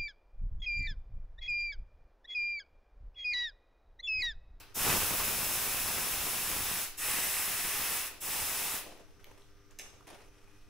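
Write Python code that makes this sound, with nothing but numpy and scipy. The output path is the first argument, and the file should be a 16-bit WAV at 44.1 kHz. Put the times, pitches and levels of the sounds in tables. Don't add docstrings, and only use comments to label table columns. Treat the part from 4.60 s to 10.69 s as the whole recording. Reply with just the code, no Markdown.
import sys
import numpy as np
from scipy import signal
from scipy.io import wavfile
from scipy.ndimage import uniform_filter1d

SR = 44100
rng = np.random.default_rng(int(sys.argv[2]) if len(sys.argv) > 2 else 0)


def pcm_store(signal):
    levels = np.round(np.clip(np.atleast_2d(signal), -1, 1) * 32767)
    wavfile.write(sys.argv[1], SR, levels.astype(np.int16).T)


def makeup_ratio(level_db):
    decades = np.asarray(level_db, float) / 20
    return 10 ** decades


N = 268568
FRAME_SAMPLES, STEP_SAMPLES = 512, 8

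# opening in [s], shutting in [s], jet level in [dB],
# easing off before the shut in [s], first lift of the seat cavities in [dB].
PRESSES = [
    (-1.0, -0.034, -37.0, .05, -8),
    (0.141, 2.262, -33.1, .07, -1),
    (2.368, 3.47, -35.2, .14, 8),
    (3.6, 4.192, -36.5, .045, 3),
]
# frequency in [Hz], density in [dB per Hz].
JET_SPECTRUM = [(2060, -16), (3500, 0), (4550, -14), (5190, 3), (6800, 2), (7900, 2.05), (8630, 1.5),
                (9360, 4.5), (10300, 6.5), (12400, 4), (13800, 1), (14600, 5.5), (15300, 6.5), (15900, -1)]
# frequency in [Hz], density in [dB per Hz].
BODY_SPECTRUM = [(180, -46), (300, -7), (630, -7), (788, -2.5), (1180, -0.5), (2000, -2.5), (2350, -2),
                 (2620, -1), (3050, -5), (3950, -4.5), (5000, -6), (6500, -21), (11000, -120)]
# centre in [Hz], width in [Hz], steady lift in [dB], share of the seat lift in [0-1].
CAVITIES = [(816, 100, 1.5, .3), (1750, 130, 0, 0.44), (1970, 250, -1, .9), (2630, 540, 2.5, 0.5),
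            (5050, 130, 3, 0.07), (7830, 390, 2.5, .4), (9300, 150, -3, 0.5), (9480, 250, 0.7, 0.84),
            (10600, 300, 2.5, 0.3), (11760, 170, 3.5, .3), (13300, 160, 1, .1), (14900, 200, 2.5, .1),
            (16000, 180, 0, .05)]
# frequency in [Hz], likeness in [0-1].
LEAK_LIKENESS = [(60, 0.51), (92, 0.54), (140, 0.58), (210, 0.57), (330, 0.6), (500, 0.95), (770, 1),
                 (1170, 1), (1790, 1), (2740, 1), (4190, 0.8), (6410, 0.61), (9810, 0.7), (15000, 0.8)]
# frequency in [Hz], lead in [rad].
LEFT_LEAD = [(0, 0), (4650, 0.0), (5860, 0.4), (6630, 0.2), (7920, 0.4), (8270, 0.3), (10200, 0.9),
             (10500, 0.9), (11600, 0.7), (12900, 0.2), (13200, 0.3), (14600, 0.8), (15400, 0.2),
             (16500, 0.1)]
# frequency in [Hz], left minus right in [dB].
LEFT_TILT = [(60, 14), (110, 13), (200, -2), (380, 2.5), (700, 0), (1290, 0.5), (2380, 0.5), (4400, 3),
             (8120, -1.5), (15000, 0.5)]
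# time in [s], peak in [dB], brightness in [dB], T60 in [s].
PUFFS = [
    (5.1876, -32, -6, 0.035),
    (5.1946, -32.5, -7, 0.046),
    (5.2022, -39, -10, 0.045),
    (5.214, -37, -9, 0.033),
    (5.228, -48, -14, 0.06),
]
# resonance in [Hz], width in [Hz], level in [dB].
THROAT = [(800, 250, -12), (1780, 160, -4.5), (2250, 340, -1.5), (2740, 200, -2), (3550, 410, -4),
          (5330, 780, -2), (6330, 450, -2.5), (7630, 760, -4.5), (9600, 1300, -8), (11600, 1100, -8),
          (14500, 1500, -12)]
# time in [s], peak in [dB], centre in [Hz],
# width re centre in [ratio], bright edge in [dB].
KNOCKS = [(4.376, -46, 1900, 0.94, -16), (4.596, -54, 1480, .5, -27), (4.643, -41.5, 1980, 1.1, -12),
          (4.716, -50.5, 1100, 0.9, -21), (4.82, -52, 3160, .6, -27), (5.11, -53, 6750, .3, -16),
          (5.116, -55, 1500, 1.3, -20), (5.187, -43, 6300, .8, -11), (5.263, -45, 1400, 1.1, -22),
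          (5.408, -48.5, 1050, .8, -26), (5.47, -44, 2100, 0.9, -13), (5.5, -55, 2700, 0.25, -22),
          (5.875, -59, 2400, .3, -26)]
# start in [s], hold in [s], level in [dB], fall in [dB per s],
# weight under 800 Hz in [dB].
MOVES = [(0.0, .1, -69, 60, -10), (3.5, .12, -63, 150, -1), (4.17, .11, -57.5, 75, 0.5),
         (4.3, .1, -62.5, 220, -4), (4.45, .1, -73, 100, -8), (4.588, .04, -66, 150, -7),
         (4.645, .08, -66, 90, 0.5), (4.77, .08, -67, 200, -14), (5.102, .018, -63, 600, -11),
         (5.19, .07, -58.5, 115, -4), (5.33, .13, -71, 60, -1), (5.466, .07, -54.5, 85, -5.5),
         (5.72, .1, -68.5, 40, -13), (5.87, .015, -66, 300, -16), (5.925, .03, -67, 55, -13)]
# frequency in [Hz], density in [dB per Hz].
RUSTLE_SPECTRUM = [(90, -25), (200, -11.5), (450, -1), (880, -6.5), (1500, -12), (2670, -11.5),
                   (4420, -18.5), (5900, -13.5), (7000, -19.5), (11200, -17.5), (13500, -30), (15800, -28)]
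# frequency in [Hz], T60 in [s].
GARAGE_T60 = [(100, 0.25), (1000, 0.3), (4000, 0.6), (15000, 0.36)]
# multiple of the mains in [1], level in [dB rms].
HUM = [
    (2, -71.5),
    (6, -72.5),
    (8, -72.5),
    (10, -82),
    (14, -88.5),
    (24, -80),
    (28, -86),
    (31, -83),
    (39, -86),
]
# frequency in [Hz], density in [dB per Hz].
FLOOR_SPECTRUM = [(59, -27), (100, 1), (243, -11), (300, -6.5), (348, -17), (395, -5), (629, -20.5),
                  (1110, -16.5), (1210, -11.5), (1470, -17), (1810, -17), (4590, -24), (6040, -17.5),
                  (6580, -28), (15600, -31.5)]
# frequency in [Hz], likeness in [0-1].
FLOOR_LIKENESS = [(60, 0.02), (130, 0), (290, 0.6), (640, 0.67), (1410, 0.79), (3100, 0.7), (6820, 0.35),
                  (15000, 0)]

SNAP_S, SWELL_S, SWELL_DB = .015, .045, 9.5
SURGE_DB, SURGE_AT_S, SURGE_WIDTH_S, SURGE_FADES_S = 2.9, .14, .13, 2.5
SAG_DB, SAG_S, EASE_DB = 3.1, .8, 5.3
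SEAT_REST_DB, SEAT_SETTLES_S = 3.0, 1.1
JET_FALL_DB_PER_S, BODY_FALL_DB_PER_S = 285, 122
BODY_DB, BODY_LATE_DB, BODY_LATE_S, BODY_SURGE_DB_PER_DB = -6.3, 8, .035, .7
RUMBLE_DB, RUMBLE_SAG_DB_PER_S, RUMBLE_GUSTS_DB = -45.7, 1.5, 1.5
RUMBLE_DB_PER_DB = 2.1
SEAT_SURGE_DB_PER_DB, RUMBLE_SURGE_DB_PER_DB = 1.3, 1.0
SEAT_SHIELD_DB_PER_DB = .6
PUSH_DB, STILL_AIR_DB, PUSH_GUSTS_DB, PUSH_SAG_DB_PER_S = -4.5, -67.5, 2.1, 1.3
KNOCK_T60_S, NARROW_T60_S = .006, .004
MOVE_ATTACK_S, GRIT_S, CATCHES_PER_S = .007, .004, 130
RIM_FROM_S, RIM_HZ, RIM_WIDTH_HZ, RIM_DB = 5.55, 2490, 110, -77.5
MAINS_HZ, FLOOR_DB = 50., -63


def rms_one(x):
    return x / np.sqrt(np.mean(x ** 2) + 1e-20)


def at_hz(points, hz):
    table = np.array(points)
    return np.interp(np.log(hz + 1), np.log(table[:, 0] + 1), table[:, 1])


def patches(shape, wide, long):
    field = rng.standard_normal(shape)
    for _ in range(2):
        field = uniform_filter1d(uniform_filter1d(field, wide, axis=0), long, axis=1)
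    return rms_one(field)


def in_full(control):
    return np.repeat(control, STEP_SAMPLES)[:N]


def butter(x, order, hz, kind):
    return signal.sosfilt(signal.butter(order, hz, kind, fs=SR, output="sos"), x)


def resonance(x, hz, width_hz):
    r = np.exp(-np.pi * width_hz / SR)
    poles = [1, -2 * r * np.cos(2 * np.pi * hz / SR), r * r]
    return signal.lfilter([(1 - r * r) / 2, 0, (r * r - 1) / 2], poles, x)


def double_resonance(x, hz, width_hz):
    return resonance(resonance(x, hz, width_hz), hz, width_hz)


def air_noise(spectrum, likeness, patchy_db, surge_db, cavity_lift_db=None):
    white = rng.standard_normal((2, N + FRAME_SAMPLES))
    hz, s, (mid, side) = signal.stft(white, SR, nperseg=FRAME_SAMPLES)
    colour_db = at_hz(spectrum, hz)[:, None]
    if cavity_lift_db is not None:
        lift_db = np.interp(s, np.arange(N) / SR, cavity_lift_db)
        for centre_hz, width_hz, steady_db, share in CAVITIES:
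            peak_db = steady_db + share * lift_db + 0.62 * patches((1, len(s)), 1, 40)
            colour_db = colour_db + peak_db / (1 + (2 * (hz[:, None] - centre_hz) / width_hz) ** 2)
    eddies_db = patchy_db * patches(mid.shape, 9, 12)
    gusts_db = surge_db * patches(mid.shape, 120, 4)
    gain = makeup_ratio(colour_db + eddies_db + gusts_db)
    alike = np.clip(at_hz(likeness, hz), 0, 1)[:, None]
    turn = np.exp(.5j * at_hz(LEFT_LEAD, hz))[:, None] * makeup_ratio(at_hz(LEFT_TILT, hz) / 2)[:, None]
    shared, apart = np.sqrt(1 + alike) * mid, np.sqrt(1 - alike) * side
    pair = gain * np.array([(shared + apart) * turn, (shared - apart) / turn])
    return rms_one(signal.istft(pair, SR, nperseg=FRAME_SAMPLES)[1][:, :N])


def flow():
    t = np.arange(0, N, STEP_SAMPLES) / SR
    opens, shuts, level_db, ease_s, first_seat_db = np.transpose(PRESSES)[:, :, None]
    age = np.maximum(t - opens, 0)
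    after = np.maximum(t - shuts, 0)
    stored = np.exp(-np.abs(opens) / SURGE_FADES_S)
    surge_db = SURGE_DB * stored * np.exp(-((age - SURGE_AT_S) / SURGE_WIDTH_S) ** 2)
    seat_db = SEAT_REST_DB + (first_seat_db - SEAT_REST_DB) * np.exp(-age / SEAT_SETTLES_S)

    snap_db = 20 * np.log10(np.clip(age / SNAP_S, 1e-9, 1))
    swell_db = SWELL_DB * np.exp(-age / SWELL_S)
    easing_db = EASE_DB * np.clip(1 + (t - shuts) / ease_s, 0, 1) ** 2
    strain_db = snap_db + surge_db - swell_db - easing_db
    held_db = level_db - SAG_DB * stored * (1 - np.exp(-age / SAG_S)) + strain_db

    jet_db = held_db - JET_FALL_DB_PER_S * after
    late_db = BODY_LATE_DB * np.exp(-age / BODY_LATE_S)
    body_db = held_db + BODY_DB + BODY_SURGE_DB_PER_DB * surge_db - late_db - BODY_FALL_DB_PER_S * after
    overload_db = RUMBLE_DB_PER_DB * (strain_db - JET_FALL_DB_PER_S * after)
    overload_db = overload_db + RUMBLE_SURGE_DB_PER_DB * surge_db - SEAT_SHIELD_DB_PER_DB * seat_db
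    overload_db = overload_db.max(axis=0) + RUMBLE_DB - RUMBLE_SAG_DB_PER_S * t
    lift_db = seat_db + SEAT_SURGE_DB_PER_DB * surge_db
    lift_db = np.take_along_axis(lift_db, jet_db.argmax(axis=0)[None], axis=0)[0]
    return [in_full(db) for db in (jet_db.max(axis=0), body_db.max(axis=0), overload_db, lift_db)]


def leak(jet_db, body_db, lift_db):
    jet = air_noise(JET_SPECTRUM, LEAK_LIKENESS, patchy_db=0.45, surge_db=0.5, cavity_lift_db=lift_db)
    body = air_noise(BODY_SPECTRUM, LEAK_LIKENESS, patchy_db=-0.24, surge_db=0.57, cavity_lift_db=lift_db)
    return makeup_ratio(jet_db) * jet + makeup_ratio(body_db) * body


def microphone_rumble(overload_db):
    shared, *own = rng.standard_normal((3, N))
    treble = butter(shared + 0.49 * np.array(own), 2, [9000, 13000], "band")
    square = -rms_one(treble * makeup_ratio(1.3 * patches((1, N), 1, 60))) ** 2
    low = butter(square - square.mean(), 1, [40, 1500], "band")
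    gusts = makeup_ratio(overload_db + RUMBLE_GUSTS_DB * patches((1, N), 1, 1500))
    port_gain = makeup_ratio(np.array([[4.4], [3.4]]))
    return gusts * port_gain * rms_one(low)


def dying_burst(t60_s):
    age = np.arange(SR // 4) / SR
    return rng.standard_normal(SR // 4) * makeup_ratio(-60 * age / max(t60_s, .003))


def add(out, s, peak_db, sound):
    out[round(s * SR):][:len(sound)] += makeup_ratio(peak_db) * sound / np.abs(sound).max()


def add_puffs(out):
    for s, peak_db, bright_db, t60_s in PUFFS:
        burst = dying_burst(t60_s)
        puff = 0
        for k, (hz, width_hz, db) in enumerate(THROAT):
            gain = (-1) ** k * makeup_ratio(db + (bright_db + 7.5) * (hz > 4500)) / np.sqrt(width_hz)
            puff = puff + gain * double_resonance(burst, hz, 1.5 * width_hz)
        add(out, s, peak_db - 2.0, puff)


def add_knocks(out):
    for s, peak_db, centre_hz, wide, edge_db in KNOCKS:
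        burst = dying_burst(KNOCK_T60_S + NARROW_T60_S / wide)
        body = double_resonance(burst, centre_hz, wide * centre_hz)
        edge = butter(burst, 4, 6500, "high")
        add(out, s, peak_db + 0.5, rms_one(body) + makeup_ratio(edge_db + 10) * rms_one(edge))


def puffs_and_knocks():
    out = np.zeros(N + SR // 4)
    add_knocks(out)
    add_puffs(out)
    return out[:N] * makeup_ratio(np.array([[-.3], [.3]]))


def rustle():
    s, hold_s, peak_db, fall_db_per_s, weight_db = np.transpose(MOVES)[:, :, None]
    age = np.arange(0, N, STEP_SAMPLES) / SR - s
    after = np.maximum(age - hold_s, 0)
    moves = np.clip(age / MOVE_ATTACK_S, 0, 1) * makeup_ratio(peak_db - fall_db_per_s * after)
    level = np.sqrt(np.sum(moves ** 2, axis=0))
    weight = np.sqrt(np.sum((moves * makeup_ratio(weight_db)) ** 2, axis=0))

    noise = air_noise(RUSTLE_SPECTRUM, FLOOR_LIKENESS, patchy_db=1.0, surge_db=-0.5)
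    catches = (rng.random(N) < CATCHES_PER_S / SR) * makeup_ratio(2.1 * np.minimum(rng.exponential(1, N), 3))
    grit = 1.8 + signal.lfilter([1], [1, -np.exp(-1 / (GRIT_S * SR))], catches)
    noise = rms_one(noise * grit)
    treble = butter(noise, 4, 4500, "high")
    middle = butter(noise, 2, [800, 4500], "band")
    bass = butter(noise, 4, 800, "low")
    return makeup_ratio(1.5) * (in_full(level) * (middle + treble) + in_full(weight) * makeup_ratio(7) * bass)


def rim_ring():
    band = double_resonance(rng.standard_normal(N), RIM_HZ, RIM_WIDTH_HZ)
    fade_in = np.clip((np.arange(N) / SR - RIM_FROM_S) / .03, 0, 1)
    return makeup_ratio(RIM_DB) * fade_in * rms_one(band)


def garage(x):
    hz, s, tail = signal.stft(rng.standard_normal((2, SR // 2)), SR, nperseg=FRAME_SAMPLES)
    decay = makeup_ratio(-60 * s / at_hz(GARAGE_T60, hz)[:, None])
    tail = signal.istft(tail * decay, SR, nperseg=FRAME_SAMPLES)[1]
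    tail[:, :round(.006 * SR)] = 0
    tail = tail / np.sqrt(np.sum(tail ** 2, axis=1, keepdims=True))
    return signal.fftconvolve(x, tail, axes=1)[:, :N]


def hum():
    t = np.arange(N) / SR
    total = 0
    for multiple, db in HUM:
        sway = makeup_ratio(db + 2.1 * patches((1, N), 1, 1800))
        total = total + sway * np.sin(2 * np.pi * (round(multiple) * MAINS_HZ * t + rng.random()))
    return np.sqrt(2) * total


def deep_push(overload_db):
    shared, *own = rng.standard_normal((3, N))
    deep = butter(1.1 * shared + np.array(own), 1, [7, 65], "band")
    deep = butter(deep, 2, 130, "low") * makeup_ratio(np.array([[-.4], [.4]]))
    push_db = overload_db + PUSH_DB - PUSH_SAG_DB_PER_S * np.arange(N) / SR
    gusts = makeup_ratio(2.5 + PUSH_GUSTS_DB * patches((1, N), 1, 3500))
    return np.hypot(makeup_ratio(push_db), makeup_ratio(STILL_AIR_DB)) * gusts * rms_one(deep)


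def draught():
    air = rng.standard_normal(N) + 0.93 * rng.standard_normal((2, N))
    return makeup_ratio(-57 + 1.3 * patches((1, N), 1, 5000)) * rms_one(butter(air, 2, [4, 17], "band"))


def room_floor():
    return makeup_ratio(FLOOR_DB - 3) * air_noise(FLOOR_SPECTRUM, FLOOR_LIKENESS, patchy_db=0.7, surge_db=-0.9)


def scene():
    jet_db, body_db, overload_db, lift_db = flow()
    air = leak(jet_db, body_db, lift_db)
    clicks = puffs_and_knocks()
    echoes = garage(makeup_ratio(-8) * air + makeup_ratio(-1.5) * clicks)
    near = makeup_ratio(1.44) * air + clicks + rustle() + rim_ring()
    at_microphone = microphone_rumble(overload_db) + deep_push(overload_db)
    return near + echoes + at_microphone + hum() + draught() + room_floor()


def top_cut(x):
    return signal.sosfilt(signal.butter(12, 16980, fs=SR, output="sos"), x)


def record(dry):
    mix = signal.sosfilt(signal.ellip(12, .5, 70, 15725, fs=SR, output="sos"), dry)
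    return top_cut(mix)


dry = scene()
out = record(dry)
pcm_store(out)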